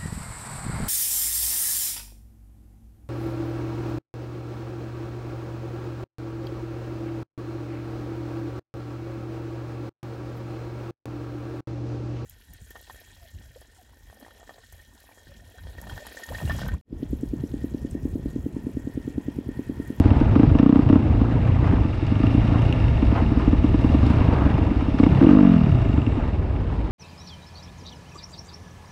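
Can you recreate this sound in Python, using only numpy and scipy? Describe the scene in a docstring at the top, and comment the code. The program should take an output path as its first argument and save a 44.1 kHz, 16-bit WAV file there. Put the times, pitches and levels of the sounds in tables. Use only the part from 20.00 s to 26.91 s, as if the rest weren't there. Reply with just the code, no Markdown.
"""The single-cylinder engine of a dirt bike coasting down a gravel forest trail, heard at the rider's helmet.
Firings ring exhaust resonances over gliding crank multiples; on a nearly shut throttle strong ones come
only now and then, and one blip fires every turn and runs down. Clicks excite clattering metal modes.
Tyres scrub and crunch as coloured grain noise, stones and grit strike the bike and helmet, airbox and mudguard
resonate, low noise buffets as wind, and a narrow band of noise hisses faintly near the end."""
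import sys
import numpy as np
from scipy import signal
from scipy.io import wavfile

SR = 44100
rng = np.random.default_rng(int(sys.argv[2]) if len(sys.argv) > 2 else 0)


def file_out(sig):
    """Save sig as 16-bit WAV at sys.argv[1]."""
    # one column per channel
    cols = np.atleast_2d(sig).T
    # limit, then scale
    lim = np.clip(cols, -1, 1)
    pcm = np.round(lim * 32767).astype(np.int16)
    wavfile.write(sys.argv[1], SR, pcm)


N = 304731
TIME = np.arange(N) / SR


def from_db(db):
    """Logarithmic level: 20 dB is a tenfold amplitude."""
    return 10 ** (np.asarray(db) / 20)


def rms_one(x):
    """Energy normalisation: scale to unit rms."""
    return x / np.sqrt(np.mean(x ** 2) + 1e-20)


def in_time(rows, at=TIME):
    """Linear interpolation: each column of a curve, read at the given times."""
    s, *columns = np.transpose(rows)
    return [np.interp(at, s, column) for column in columns]


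def drift(rate):
    """Low-passed noise: a slow random wander about zero with unit rms, its bandwidth set by the rate [Hz]."""
    step = 40   # samples between the computed points
    pole = np.exp(-2 * np.pi * rate * step / SR)
    settle = 2000
    noise = rng.standard_normal(N // step + settle + 2)
    slow = signal.lfilter([1], [1, -2 * pole, pole * pole], noise)[settle:]
    return np.interp(np.arange(N) / step, np.arange(len(slow)), rms_one(slow))


def clicks(times, sizes):
    """Impulse train: one impulse for each time."""
    places = np.clip(np.round(times * SR).astype(int), 0, N - 1)
    return np.bincount(places, sizes, N) + 1e-18


def fade(x, decay_s):
    """First-order relaxation: each impulse becomes a dying exponential of the same height."""
    return signal.lfilter([1], [1, -np.exp(-1 / (decay_s * SR))], x)


def ring(x, hz, width):
    """Damped resonance: a unit impulse starts a decaying sine of initial height 1."""
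    radius, angle = np.exp(-np.pi * width / SR), 2 * np.pi * hz / SR
    return signal.lfilter([0, np.sin(angle)], [1, -2 * radius * np.cos(angle), radius * radius], x)


def body(x, modes):
    """Modal superposition: parallel resonances of alternating sign."""
    return sum((-1) ** k * from_db(db) * ring(x, hz, width) for k, (hz, width, db) in enumerate(modes))


def butterworth(x, hz, kind="low"):
    """Second-order section filtering at the given edge or edges."""
    return signal.sosfilt(signal.butter(2, hz, kind, fs=SR, output="sos"), x)


def strike(times, level_db, modes, signs, vary_db, tune):
    """Modal impact: each blow rings every mode with its own strength, all modes shifted by its tuning."""
    hz, width, db = np.transpose(modes)[:, :, None]
    t = np.arange(SR // 10) / SR
    dying = from_db(db) * np.exp(-np.pi * width * t)
    scatter_db = vary_db[:, None] * rng.standard_normal((len(times), len(modes)))
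    gains = signs * from_db(level_db[:, None] + scatter_db)
    starts = np.clip(np.round(times * SR).astype(int), 0, N)
    out = np.zeros(N + len(t))
    for start, gain, shift in zip(starts, gains, tune):
        out[start:start + len(t)] += gain @ (dying * np.sin(2 * np.pi * hz * shift * t))
    return out[:N]


def coloured(sources, spectrum, patchy_db):
    """Third-octave shaping: bands fed in turn by two sources, each flickering by itself; unit rms."""
    hz, db = np.transpose(spectrum)
    edges = 16 * 2 ** (np.arange(31) / 3)
    out = 0
    for k, (low, high) in enumerate(zip(edges, edges[1:])):
        centre = np.sqrt(low * high)
        if hz[0] <= centre <= hz[-1]:
            band = butterworth(sources[k % 2], [low, high], "band")
            band_db = np.interp(np.log(centre), np.log(hz), db)
            out = out + band * from_db(band_db + patchy_db * drift(20.0))
    return rms_one(out)


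def grains(per_s, spread_db):
    """Shot noise: two independent streams of random clicks of uneven size, at unit rms together."""
    size_db = spread_db * np.minimum(rng.exponential(1, (2, N)), 5)
    sizes = from_db(size_db) * rng.choice([-1, 1], (2, N))
    return rms_one(sizes * (rng.random((2, N)) < per_s / SR))


def swell(s, half_s, db):
    """Gaussian envelope: gain peaks at one moment and falls to 1/e a half length either side."""
    return from_db(db) * np.exp(-((TIME - s) / half_s) ** 2)


def wavelet(t, hz, half_s):
    """Gaussian wave packet: a pressure trough with a few swings on either side."""
    return -np.cos(2 * np.pi * hz * t) * np.exp(-(t / half_s) ** 2)


# lone pops between misfires: (time [s], relative level [dB])
LONE_POPS = [(0.212, -7), (0.552, -6), (1.2136, -8), (1.3517, -14.5), (1.491, -17), (1.7318, -12),
             (1.85, -12.5), (2.025, -14), (2.1197, -12.5), (2.2363, -7), (3.53, -8.5), (4.03, -11),
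             (4.284, -9), (4.4607, -9.5), (4.713, -12.5), (5.8572, -13.5), (5.979, -10)]
# the engine catches for evenly spaced firings: (first [s], last [s], firings [count], relative level [dB])
FIRING_RUNS = [(0.0006, 0.1123, 3, -7.3), (0.3603, 0.4325, 3, -4.5), (0.5962, 0.7908, 7, -4.8),
               (0.8995, 0.9572, 3, -3.8), (2.3464, 2.3774, 2, -11), (3.0257, 3.3172, 4, -11.5),
               (3.3716, 3.4761, 2, -9), (3.6425, 3.9452, 4, -7), (4.8824, 4.9418, 2, -12),
               (4.9995, 5.0645, 3, -4.6), (5.2132, 5.2432, 3, -4.3), (6.0708, 6.1766, 2, -13.5)]


def firings():
    """Intermittent combustion: time and level of the full firings, in runs or alone."""
    events = [(s, db) for s, db in LONE_POPS]
    for first_s, last_s, count, db in FIRING_RUNS:
        events += [(s, db) for s in np.linspace(first_s, last_s, round(count))]
    return np.transpose(sorted(events))


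# the throttle is opened, eased off while held, then shut
BLIP_OPEN_S, BLIP_SHUT_S, BLIP_DB = 5.21, 5.55, -2
EASE_DB_PER_S, SHUT_DB_PER_S = 21, 83   # the second adds to the first


def blip(times):
    """Throttled combustion: burn level at once full, then sagging, then dying away."""
    held_db = BLIP_DB - EASE_DB_PER_S * (times - BLIP_OPEN_S)
    shut_db = SHUT_DB_PER_S * np.maximum(times - BLIP_SHUT_S, 0)
    return np.where(times < BLIP_OPEN_S, -np.inf, held_db - shut_db)


# crank rotation: (time [s], speed [turns/s])
CRANK_SPEED = [(0, 18), (.3, 20), (.65, 30), (1.05, 27.5), (1.25, 28), (1.42, 30), (1.65, 28.5),
               (2.0, 21.5), (2.28, 28), (2.7, 28.3), (3.0, 20.5), (3.65, 19), (4.15, 27.5), (4.38, 23),
               (4.62, 27), (4.9, 17), (5.04, 33), (5.2, 34), (5.34, 53), (5.55, 42.3), (5.8, 29),
               (6.05, 20), (6.91, 17)]
# mean strength of the lean burn on ordinary turns: (time [s], relative level [dB])
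LEAN_BURN = [(0, -15), (1.0, -14.5), (1.6, -23), (2.0, -25.5), (2.3, -12), (2.9, -25.5), (3.5, -18),
             (4.05, -16), (4.9, -18), (5.9, -15), (6.4, -36), (6.91, -35)]
SPENT_DB = 7   # burn lost while the pipe's note sinks


def strokes():
    """Crank periodicity: time and burn of every turn, a whole number of turns between full firings."""
    turns = np.cumsum(in_time(CRANK_SPEED)[0]) / SR
    pop_s, pop_db = firings()
    marks = np.append(np.interp(pop_s, TIME, turns), turns[-1])
    counts = np.maximum(np.round(np.diff(marks)), 1).astype(int)
    spans = [np.linspace(a, b, n, endpoint=False) for a, b, n in zip(marks, marks[1:], counts)]
    times = np.interp(np.concatenate(spans), turns, TIME)
    lean_db = in_time(LEAN_BURN, times)[0] + 2.6 * rng.standard_normal(len(times))   # uneven burns
    spent = np.any([(times > first_s) & (times < last_s) for first_s, last_s, *_ in NOTE_SINKS], axis=0)
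    burn_db = np.maximum(lean_db - SPENT_DB * spent, blip(times))
    burn_db[np.cumsum(counts) - counts] = pop_db
    return times, burn_db


# exhaust resonances rung by a firing: (frequency [Hz], width [Hz], relative level [dB])
PIPE_MODES = [(63, 100, -30), (105, 48, -24), (221.2, 81, 2.65), (291, 48.4, 1.83)]
# exhaust resonances when a lean burn sends little gas through: (frequency [Hz], width [Hz], relative level [dB])
LEAN_PIPE_MODES = [(63, 90, -28), (108, 48, -21.5), (237, 55, 0.5), (293, 47, -.5)]
# upper exhaust resonances rung by a hard firing: (frequency [Hz], width [Hz], relative level [dB])
BARK_MODES = [(444.5, 40, -16.5), (637, 58, -20.5), (798, 26, -27.5), (948, 66, -21), (1080, 110, -21.5),
              (1370, 140, -34.5), (1800, 150, -37), (2740, 87, -33.5)]
# silencer resonances hissed through by the jet: (frequency [Hz], width [Hz], relative level [dB])
SILENCER_MODES = [(487, 110, 4.5), (640, 63, -2.5), (1060, 100, -3), (1200, 73, -0.5), (1360, 98, -5)]
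# hot gas raises the pipe's pitch as the throttle opens, then it sinks
BLIP_TUNE, TUNE_LOSS_PER_S = 1.1, 0.69   # shares of the usual pitch
# the suction after a firing
THUMP_HZ, THUMP_HALF_S, THUMP_DELAY_S, THUMP_DB = 165, 0.0013, 0.00492, -5.5


def exhaust(times, burn_db):
    """Impulsive excitation of a pipe: firings ring it; hard ones thump, bark, crackle and jet most."""
    count = len(times)
    speed, = in_time(CRANK_SPEED, times)
    lean, on_throttle = burn_db < -13, blip(times) >= burn_db
    weak = lean & ~on_throttle
    uneven = np.where(on_throttle, .25, np.where(lean, 1, .4))   # strong burns repeat closely
    late_s = 0.00097 * rng.standard_normal(count) * weak   # lean burns catch early or late
    hot_tune = BLIP_TUNE - TUNE_LOSS_PER_S * (times - BLIP_OPEN_S)
    tune = np.where(on_throttle, hot_tune, 1) * (1 + 0.066 * uneven * rng.standard_normal(count))

    signs = (-1) ** np.arange(len(PIPE_MODES))
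    pops = 0
    for these, modes in ((~weak, PIPE_MODES), (weak, LEAN_PIPE_MODES)):
        pops = pops + from_db(2.5) * strike((times + late_s)[these], burn_db[these], modes, signs,
                                            vary_db=1.9 * uneven[these], tune=tune[these])

    # a faster crank snaps the port open harder
    hard_db = 1.3 * burn_db + 0.18 * (speed - 31)
    # the open throttle keeps the upper resonances ringing
    bark_db = np.where(on_throttle, burn_db - 5.0, hard_db + 0.5 - 5 * lean)
    # equal signs make all modes start together: a crack
    bark = strike(times, bark_db, BARK_MODES, -0.87, vary_db=2.7 * uneven, tune=np.ones(count))

    swing = wavelet(np.arange(SR // 20) / SR - THUMP_DELAY_S, THUMP_HZ, THUMP_HALF_S)
    thump_clicks = clicks(times, from_db(hard_db + THUMP_DB - 2.1 * on_throttle))
    thump = signal.fftconvolve(thump_clicks, swing)[:N]

    jet = fade(clicks(times, from_db(hard_db - 1.5 * on_throttle)), decay_s=0.009)
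    rasp = jet * rms_one(body(grains(per_s=4400, spread_db=1.5)[0], SILENCER_MODES))
    spit = fade(clicks(times, from_db(bark_db)), decay_s=0.0025) * rng.standard_normal(N)
    crackle = from_db(-25.5) * butterworth(spit, [1200, 3800], "band")
    # low-pass [Hz]: the port takes a moment to open
    return butterworth(pops + bark + thump + from_db(-22.5) * rasp + crackle, 3000)


# gas pumped through the exhaust: (time [s], relative deep throb level [dB], relative drone level [dB])
GAS_PUFFS = [(0, -21.5, -8), (.5, -16.5, -31), (.7, -28, -24.5), (.9, -18, -23), (1.42, -22, -17),
             (1.72, -16.5, -19.5), (1.98, -23.5, -23.5), (2.17, -20.5, -16.5), (2.72, -20.5, -14.5),
             (2.95, -19.5, -27.5), (4.1, -19, -18), (4.68, -19, -24.5), (4.85, -25, -32), (5.14, -20, -23),
             (5.48, -27, -18), (5.7, -18.5, -21.5), (5.87, -20, -15.5), (6.3, -23, -23.5),
             (6.91, -26, -30.5)]
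# firings above the threshold take the place of the puffs: losses in dB per dB
HARD_DB, THROB_LOSS, DRONE_LOSS = -9, 0.98, 0.98


def puffs(times, burn_db):
    """Harmonic synthesis of periodic flow: each turn puffs, as low crank multiples gliding with it."""
    turn_count = np.interp(TIME, np.append(times, TIME[-1]), np.arange(len(times) + 1))
    speed, = in_time(CRANK_SPEED)
    throb_db, drone_db = in_time(GAS_PUFFS)
    # a firing clears the pipe for its whole turn
    hard_db = np.interp(TIME - .5 / speed, times, np.maximum(burn_db - HARD_DB, 0))
    throb_db, drone_db = throb_db - THROB_LOSS * hard_db, drone_db - DRONE_LOSS * hard_db
    # near 28 turns a second the pipe favours the fourth multiple
    sharp_db = np.minimum(-8 + 1.3 * np.abs(speed - 28), 2)
    orders_db = [throb_db - 13.5,
                 throb_db - 6.0,
                 drone_db - 3.5 - np.clip(25 - speed, 0, 6),
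                 drone_db + sharp_db - 8.5,
                 drone_db + sharp_db - 13.5]
    # the pressure trough follows the opening of the port by 4 ms
    suction = 2 * np.pi * (turn_count - speed * 0.004)
    out = 0
    for order, db in enumerate(orders_db, start=2):
        height = np.sqrt(2) * from_db(db - 1.5 + 2.03 * drift(12))
        out = out - height * np.cos(order * suction + 0.45 * drift(2.5))
    return out


# the ride: (time [s], relative engine clatter level [dB], relative gravel crunch level [dB])
RIDE_LEVELS = [(0, -52, -60.5), (.3, -50.5, -62.5), (1.3, -52.5, -64), (1.95, -47.5, -62),
               (2.3, -43.5, -59.5), (3.7, -46, -60.5), (4.12, -44.5, -57), (4.4, -47.5, -63.5),
               (4.8, -48.5, -62), (5.15, -45, -58.5), (6.05, -47.5, -65.5), (6.55, -57, -67),
               (6.91, -57, -64.5)]
# airbox, cylinder, fins and frame: (frequency [Hz], width [Hz], relative level [dB])
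METAL_MODES = [(460, 160, -0.5), (648.5, 37, -1), (838, 86, 2), (925, 120, 2.5), (1194, 90, -1),
               (1390, 100, -3.5), (1758, 150, -2), (2158, 155, -1), (2363, 284, 1.5), (2766, 207, 0),
               (3530, 370, -5), (3757, 173, -8), (5480, 580, -12)]
# short knocks and rattles that ring the metal, many soft, some perhaps from gravel:
# (time [s], relative level [dB])
METAL_RATTLES = [(0.054, -29), (0.104, -27), (0.201, -28), (0.353, -26.5), (0.395, -33.5), (0.494, -31),
                 (0.586, -22), (0.889, -25), (0.924, -28), (1, -38), (1.832, -34), (1.923, -38),
                 (3.111, -32.5), (4.395, -40), (4.8053, -30), (4.9859, -24), (5.0339, -19), (5.062, -31),
                 (5.114, -30), (5.236, -30), (5.29, -27), (5.527, -34.5), (5.923, -36), (5.996, -39),
                 (6.06, -38), (6.56, -33), (6.688, -43)]
# the cooling fins ping at every slap
FIN_HZ, FIN_WIDTH_HZ, FIN_DB = 2781, 118, 4


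def clatter(times, clatter_db):
    """Structure-borne modes: piston slap, chain chatter and short knocks and rattles ring the metal."""
    slap_s = times - .005   # the piston slaps before the port opens
    slap_db = -7.5 + 3.5 * rng.standard_normal(len(times))
    slap = fade(clicks(slap_s, from_db(slap_db)), decay_s=0.014)
    chatter = rms_one(body((1 + slap) * grains(per_s=3500, spread_db=2.5)[0], METAL_MODES))
    fin_db = FIN_DB + 3 * rng.standard_normal(len(times))
    fins = ring(clicks(slap_s, from_db(fin_db)), FIN_HZ, FIN_WIDTH_HZ)
    rattle_s, rattle_db = np.transpose(METAL_RATTLES)
    rattles = fade(clicks(rattle_s, from_db(rattle_db)), decay_s=0.0063) * rng.standard_normal(N)
    return from_db(clatter_db + 7.0) * (chatter + fins) + from_db(-24.0) * body(rattles, METAL_MODES)


# tyres scrubbing through loose dirt: (time [s], relative level [dB])
DIRT_SCRUB = [(0, -34.5), (.5, -35), (.7, -38.5), (1.0, -36.5), (1.55, -35), (1.97, -47), (2.55, -35.5),
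              (2.95, -41), (3.75, -40.5), (4.2, -33), (4.8, -35.5), (4.93, -40), (5.15, -32), (5.45, -35.5),
              (5.9, -40), (6.91, -39.5)]
# colour of the scrub: (frequency [Hz], relative density per Hz [dB])
SCRUB_COLOUR = [(150, 2), (300, 5.5), (420, 2), (650, 0.5), (950, -2), (1300, -10), (1800, -13),
                (2800, -20.5), (4500, -42.5), (8000, -57.5)]
# colour of crushed gravel: (frequency [Hz], relative density per Hz [dB])
CRUNCH_COLOUR = [(1000, -4), (2000, 6), (3400, 6), (4400, 5), (5300, -3), (6500, -13), (7800, -6.5),
                 (8800, -12), (9800, -18), (11500, -33), (15000, -39.5)]


def tyres(scrub_db, crunch_db):
    """Granular contact noise: knobs scrub through the dirt and crush gravel in clumps."""
    clumps = drift(36)
    scrub_grains = grains(per_s=3000 * from_db(2.5 * clumps), spread_db=3.0)
    scrub = coloured(scrub_grains, SCRUB_COLOUR, patchy_db=2.5)
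    crunch_grains = grains(per_s=6000 * from_db(1.9 * clumps), spread_db=1.0)
    crunch = coloured(crunch_grains, CRUNCH_COLOUR, patchy_db=1.5)
    return from_db(scrub_db + 3.5) * scrub + from_db(crunch_db + 7.5) * crunch


# colour of the buffeting: (frequency [Hz], relative density per Hz [dB])
WIND_COLOUR = [(15, -13), (28, -13), (45, -2.5), (75, -2), (120, -4), (170, -13), (260, -12.5),
               (400, -23.5), (900, -43.5)]


def wind():
    """Turbulent pressure noise: lumpy low buffeting round the helmet, swelling with the throb."""
    air = coloured(rng.standard_normal((2, N)), WIND_COLOUR, patchy_db=2.0)
    return from_db(in_time(GAS_PUFFS)[0] - 0.5) * air


# the mudguard: (frequency [Hz], width [Hz], relative level [dB])
MUDGUARD_MODES = [(630, 46, -0.5), (880, 75, 1.5), (1230, 90, -6.5), (1400, 98, -10)]
# a spell of grit against it
PATTER_S, PATTER_HALF_S, PATTER_DB = 0.17, .55, -37


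def mudguard():
    """Panel resonance: grit thrown up by the front tyre patters on the mudguard, which rings hollow."""
    patter = rms_one(body(grains(per_s=800, spread_db=2.5)[0], MUDGUARD_MODES))
    return swell(PATTER_S, PATTER_HALF_S, PATTER_DB) * patter


# cooling gas lowers the pipe's note turn by turn:
# (first [s], last [s], first frequency [Hz], last frequency [Hz], peak level [dB])
NOTE_SINKS = [(0.23, 0.348, 150, 110, -14), (0.45, 0.551, 141, 97, -10), (0.797, 0.885, 144, 113, -14.5),
              (1.466, 1.61, 94, 55.3, -19), (5.083, 5.206, 169, 116, -13), (5.6, 5.823, 175, 94.5, -18)]


def sinking(times):
    """Temperature-dependent resonance: each turn swings the cooling gas at a lower note than the last."""
    out, delay_s, half_cycles = np.zeros(N), .0042, 1.15
    for first_s, last_s, first_hz, last_hz, db in NOTE_SINKS:
        for s in times[(times > first_s) & (times < last_s)]:
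            hz = np.interp(s, [first_s, last_s], [first_hz, last_hz])
            near = slice(int(s * SR) - SR // 20, int(s * SR) + SR // 20)
            out[near] += from_db(db) * wavelet(TIME[near] - s - delay_s, hz, half_cycles / hz)
    return out


# stones flicked against the bike: (time [s], relative level [dB])
STONE_HITS = [(0.3554, -61), (0.5916, -59), (2.0657, -55), (3.1428, -54), (4.0636, -47), (4.334, -53),
              (4.9926, -50), (5.236, -54)]
# ring of a stone hit: (frequency [Hz], width [Hz], relative level [dB])
STONE_MODES = [(3300, 700, -1), (4580, 320, 0.5), (5500, 410, -7.5), (7600, 770, -10), (9600, 900, -19)]


def stones():
    """Repeated impact excitation: a stone skitters over the bike in a quick burst of ticks."""
    times, level_db = np.transpose(STONE_HITS)
    burst = fade(clicks(times, from_db(level_db)), decay_s=0.0089)
    ticks = burst * grains(per_s=5500, spread_db=-1.5)[0]
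    return from_db(-7.5) * body(ticks, STONE_MODES)


# chips of grit snap off the helmet: (time [s], relative level [dB])
GRIT_CHIPS = [(0.8909, -54), (2.0657, -47), (2.3531, -53), (2.62, -43), (2.8021, -52), (3.39, -48),
              (3.491, -52), (4.0632, -43), (5.1228, -52)]
# colour of the snap: (frequency [Hz], relative density per Hz [dB])
CHIP_COLOUR = [(3500, -9), (5000, 0.5), (6500, 0.5), (8000, -1), (10000, -8.5), (12000, -22.5)]


def chips():
    """Brief broadband impact: a chip of grit gives one dry, bright tick of fading noise."""
    times, level_db = np.transpose(GRIT_CHIPS)
    snap = fade(clicks(times, from_db(level_db - 7.5)), decay_s=0.0028)
    return snap * coloured(rng.standard_normal((2, N)), CHIP_COLOUR, patchy_db=0)


# brief rough surges: tyres in loose patches, and a rasping buzz in the blip:
# (time [s], half length [s], relative level [dB])
ROUGH_SURGES = [(1.7, 0.1, -33.5), (2.557, 0.035, -34.5), (3.174, 0.062, -32), (3.406, 0.055, -37.5),
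                (4.201, 0.019, -35), (4.393, 0.12, -31.5), (5.298, 0.035, -34.5), (6.233, 0.085, -42)]
# colour of the surges: (frequency [Hz], relative density per Hz [dB])
SURGE_COLOUR = [(200, 0), (450, 2.5), (700, 3), (950, 2.5), (1300, -3.5), (1800, -10), (2800, -18),
                (4500, -36.5), (8000, -54)]


def rough_surges():
    """Amplitude-modulated shot noise: lumpy surges of tyres in loose patches, and a buzz in the blip."""
    lumps = from_db(2.5 * np.clip(drift(60), -2, 1.5))
    rough = coloured(grains(per_s=1600, spread_db=2.0), SURGE_COLOUR, patchy_db=1.5)
    surge = sum(swell(s, half_s, db) for s, half_s, db in ROUGH_SURGES)
    return from_db(3.0) * surge * rms_one(lumps * rough)


# the airbox, rung by each gulp of air: (frequency [Hz], width [Hz], relative level [dB])
AIRBOX_MODES = [(467, 64, -5), (661, 24, 1), (1030, 150, -5), (1220, 90, -3)]
# swell of the gulps round the blip
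GULP_S, GULP_HALF_S, GULP_DB = 5.56, 0.43, -30.5


def intake(times):
    """Periodically driven cavity: equal gulps make the airbox sing upper multiples of the crank speed."""
    gulps = swell(GULP_S, GULP_HALF_S, GULP_DB) * clicks(times, np.ones(len(times)))
    return -sum(from_db(db) * ring(gulps, hz, width) for hz, width, db in AIRBOX_MODES)


# a thin hiss swells and fades as the bike slows; the width is that of each of two resonances
HISS_S, HISS_HALF_S, HISS_DB = 5.97, .28, -71
HISS_HZ, HISS_WIDTH_HZ = 7500, 900


def hiss():
    """Band-limited noise: two resonances in series leave a faint, narrow hiss."""
    once = ring(rng.standard_normal(N), HISS_HZ, HISS_WIDTH_HZ)
    band = ring(once, HISS_HZ, HISS_WIDTH_HZ)
    return swell(HISS_S, HISS_HALF_S, HISS_DB) * rms_one(band)


def scene():
    """Linear superposition: engine, trail and air, all close to the helmet."""
    times, burn_db = strokes()
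    clatter_db, crunch_db = in_time(RIDE_LEVELS)
    scrub_db, = in_time(DIRT_SCRUB)
    engine = exhaust(times, burn_db) + puffs(times, burn_db) + clatter(times, clatter_db)
    engine = engine + sinking(times) + intake(times)
    trail = tyres(scrub_db, crunch_db) + mudguard() + stones() + chips()
    return (engine + trail + rough_surges() + wind() + hiss())[None]


def record(dry):
    """Band limiting and saturation: the deepest rumble is cut, peaks are rounded, the top is cut."""
    ceiling, low_cut_hz, cutoff_hz = 1.1, 18, 15700
    heard = butterworth(dry, low_cut_hz, "high")
    rounded = ceiling * np.tanh(heard / ceiling)
    return signal.sosfilt(signal.cheby2(12, 70, cutoff_hz, fs=SR, output="sos"), rounded)


dry = scene()
out = record(dry)
file_out(out)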